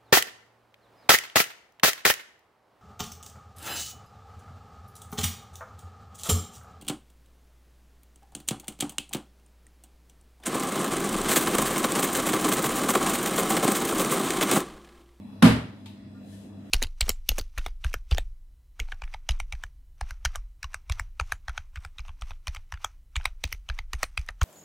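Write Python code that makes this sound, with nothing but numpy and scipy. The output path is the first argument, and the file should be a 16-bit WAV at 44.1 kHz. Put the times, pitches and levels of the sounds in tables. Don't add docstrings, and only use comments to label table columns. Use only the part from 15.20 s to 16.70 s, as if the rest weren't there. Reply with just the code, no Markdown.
import sys
import numpy as np
from scipy import signal
from scipy.fft import rfft, irfft
from scipy.io import wavfile
from scipy.ndimage import uniform_filter1d, minimum_filter1d

SR = 44100
rng = np.random.default_rng(int(sys.argv[2]) if len(sys.argv) > 2 else 0)


def unload_audio(sound):
    columns = np.transpose(np.atleast_2d(sound))
    steps = np.round(np.clip(columns, -1, 1) * 32767)
    wavfile.write(sys.argv[1], SR, steps.astype(np.int16))


def invert_db(x):
    u = np.asarray(x, float) / 20
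    return 10 ** u


N = 66150
T = np.arange(N) / SR
F = np.arange(N // 2 + 1) * SR / N + 1e-3
SLAP_S, PAT_S = .2215, .658

# (frequency [Hz], level [dB], time to fall 60 dB [s], build-up [cycles])
SHEET_MODES = [(71.2, -20, 0.45, 2.4), (116.9, -6.5, 0.4, 5.2), (159.7, -11.5, 0.37, 4.4),
               (175.3, -5, 0.2, 1.4), (221.6, -5, 0.19, 0.97), (252.1, -1, 0.25, 4.2),
               (277.2, -15.5, 0.42, 2.5), (371.9, -22.5, 0.34, 2), (428.5, -23, 0.4, 3.7),
               (465.3, -24.5, 0.13, 6.1), (629.4, -24, 0.36, 11)]
# (frequency [Hz], difference [dB])
SHEET_PAN = [(68, 4), (117, -0.1), (250, -3.5), (400, 4.5)]
# (frequency [Hz], level per Hz [dB])
SMACK_COLOUR = [(60, -24), (250, -7), (330, -18), (1200, -21.5), (4000, -31), (6300, -42), (11000, -39.5),
                (15500, -53)]
# (frequency [Hz], time to fall 60 dB [s])
ROOM_RING = [(100, 0.42), (300, 0.38), (700, 0.34), (1840, 0.38), (4850, 0.34), (10000, 0.27),
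             (15000, 0.22)]
# (frequency [Hz], level per Hz [dB])
PAT_COLOUR = [(300, -30), (880, 1.5), (1500, -9), (2600, 1.5), (4000, 2.5), (5500, -12.5), (11500, -14.5),
              (15500, -30)]
# (frequency [Hz], level per Hz [dB])
RUB_COLOUR = [(1000, -14), (3000, 3), (6000, -2.5), (10500, -0.5), (13000, -8.5), (15500, -14)]
# (middle [s], half length [s], level [dB])
STROKES = [
    (1.169, .11, -61),
    (1.49, 0.051, -71.5),
]
# (time [s], frequency [Hz], level [dB], time to fall 60 dB [s])
CLINKS = [
    (.943, 1410, -62, .22),
    (.943, 1200, -63, .22),
    (1.122, 1780, -63, .1),
    (1.37, 640, -60, .05),
    (.845, 4650, -76, .15),
    (.672, 11600, -72, .15),
    (.657, 900, -59, .08),
]
# (frequency [Hz], level [dB], wobble [dB])
HUM_LINES = [(99.2, -50.5, .6), (200, -48.5, 1.2), (1727, -83, 1.2), (1776, -82, 1.2)]
# (frequency [Hz], level per Hz [dB])
AIR_COLOUR = [(30, -27), (70, -11.5), (290, -2.5), (330, -14), (1000, -25.5), (1400, -31.5), (6500, -45),
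              (15500, -51)]
# (frequency [Hz], width [Hz], level [dB])
CASINGS = [(248, 63, -53.5), (634, 67, -65.5), (1850, 320, -75), (2640, 350, -74), (3410, 120, -75),
           (3980, 200, -73.5), (5000, 230, -80)]
# (frequency [Hz], difference [dB])
PORTS = [(250, 0.1), (500, 4.5), (1000, 3.3), (2000, -2.4), (4500, 2.8), (8000, 9), (12000, 4.5)]


def at(table, hz):
    table = np.array(table, float)
    return np.interp(np.log(hz), np.log(table[:, 0]), table[:, 1])


def pan(db):
    return invert_db(np.array([[db], [-db]]) / 2)


def noise(gain):
    mid, side = rfft(rng.standard_normal((2, N)))
    alike = 1 / (1 + (F / 602) ** 2)
    mid = mid * np.sqrt(1 + alike)
    side = side * np.sqrt(1 - alike)
    x = np.array([mid + side, mid - side]) * gain
    return x / np.std(irfft(x, N))


def wash(colour, db, shape):
    spectrum = noise(invert_db(at(colour, F)))
    out = 0
    for step in range(12, 43):
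        band = np.clip(1 - abs(3 * np.log2(F) - step), 0, 1)
        centre_hz = 2 ** (step / 3)
        out = out + irfft(spectrum * band, N) * shape(centre_hz)
    return out * invert_db(db)


def walk(rate):
    k = int(SR / rate)
    steps = np.repeat(rng.standard_normal(N // k + 1), k)
    drift = uniform_filter1d(uniform_filter1d(steps, k), k)[:N]
    return (drift - drift.mean()) / drift.std()


def strike(start, rise, t60, hold=0.):
    t = np.clip(T - start, 0, None)
    build = 1 - np.exp(-(t / rise) ** 2)
    return build * invert_db(-60 * np.clip(t - hold, 0, None) / t60)


def sheet():
    ring = 0
    for k, (hz, db, t60, cycles) in enumerate(SHEET_MODES):
        sign = (-1) ** k
        level = invert_db(db + 1.6 * walk(18.74))
        envelope = strike(SLAP_S, cycles / hz, t60, hold=0.029)
        tone = np.sin(2 * np.pi * hz * (T - SLAP_S))
        ring = ring + sign * level * envelope * pan(at(SHEET_PAN, hz)) * tone
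    return ring * invert_db(-4)


def smack():
    def shape(hz):
        rise_s = 0.002 * (1 + hz / 9000) + 1 / hz
        early = strike(SLAP_S, rise_s, at(ROOM_RING, hz), hold=0.014)
        late = strike(SLAP_S, 0.0078, 2.08 * at(ROOM_RING, hz))
        return early + invert_db(-21.5) * late

    return wash(SMACK_COLOUR, -10, shape)


def pat():
    tail = strike(PAT_S, 0.0018, 0.44)
    tick = invert_db(1.5) * strike(PAT_S, 0.00049, 0.049)
    return irfft(noise(invert_db(at(PAT_COLOUR, F))), N) * (tail + tick) * invert_db(-51) * pan(.3)


def rub():
    speed = 0
    for mid, half, db in STROKES:
        speed = speed + invert_db(db) * np.exp(-abs((T - mid) / half) ** 2.8)
    hiss = irfft(noise(invert_db(at(RUB_COLOUR, F))), N)
    return hiss * speed * invert_db(0.86 * walk(39.8)) * pan(0.75)


def clinks():
    out = 0
    for start, hz, db, t60 in CLINKS:
        envelope = invert_db(db + 1.5 * walk(40)) * strike(start, .006, t60, hold=.025)
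        side_shift = np.array([[.5], [-.5]])
        out = out + envelope * np.sin(2 * np.pi * hz * T + side_shift + 0.99 * walk(70.5))
    return out


def hum():
    beat_hz, beat_top_s, beat_depth = 4.35, .68, .6
    beat = 1 + beat_depth * np.cos(2 * np.pi * beat_hz * (T - beat_top_s))
    out = 0
    for hz, db, wobble in HUM_LINES:
        level = np.sqrt(2) * invert_db(db + wobble * walk(5.92))
        if hz == HUM_LINES[0][0]:
            level = level * beat
        side_shift = np.array([[0], [hz / 900]])
        out = out + level * np.sin(2 * np.pi * (hz * T + rng.random((1, 1))) + side_shift)
    return out * pan(.3)


def air():
    return wash(AIR_COLOUR, -49.5, lambda hz: invert_db(2.9 * walk(9.14)))


def casings():
    out = 0
    for hz, width, db in CASINGS:
        resonance = 1 / (1 + (2 * (F - hz) / width) ** 2)
        out = out + invert_db(db + 1.9 * walk(14.03)) * irfft(noise(resonance), N)
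    return out


def microphone_hiss():
    return invert_db(-101) * rng.standard_normal((2, N))


def scene():
    hand_work = sheet() + smack() + pat() + rub()
    machines = hum() + air() + casings()
    return hand_work + clinks() + machines + microphone_hiss()


def band_limit(x):
    return signal.sosfilt(signal.butter(12, 15650, fs=SR, output="sos"), x)


def record(dry):
    dry = irfft(rfft(dry) * invert_db(np.outer([.5, -.5], at(PORTS, F))), N)
    limit, release_s = 0.91, 0.073
    peak = abs(dry).max(axis=0) + 1e-9
    need = np.log(np.clip(limit / peak, None, 1))
    held = uniform_filter1d(minimum_filter1d(need, size=301), size=151)
    keep = np.exp(-1 / (release_s * SR))
    slow = signal.lfilter([1 - keep], [1, -keep], held)
    wet = dry * np.exp(np.minimum(held, slow))
    top_cut = signal.ellip(8, .2, 70, 15650, fs=SR, output="sos")
    wet = signal.sosfilt(top_cut, wet)
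    return band_limit(wet)


dry = scene()
out = record(dry)
unload_audio(out)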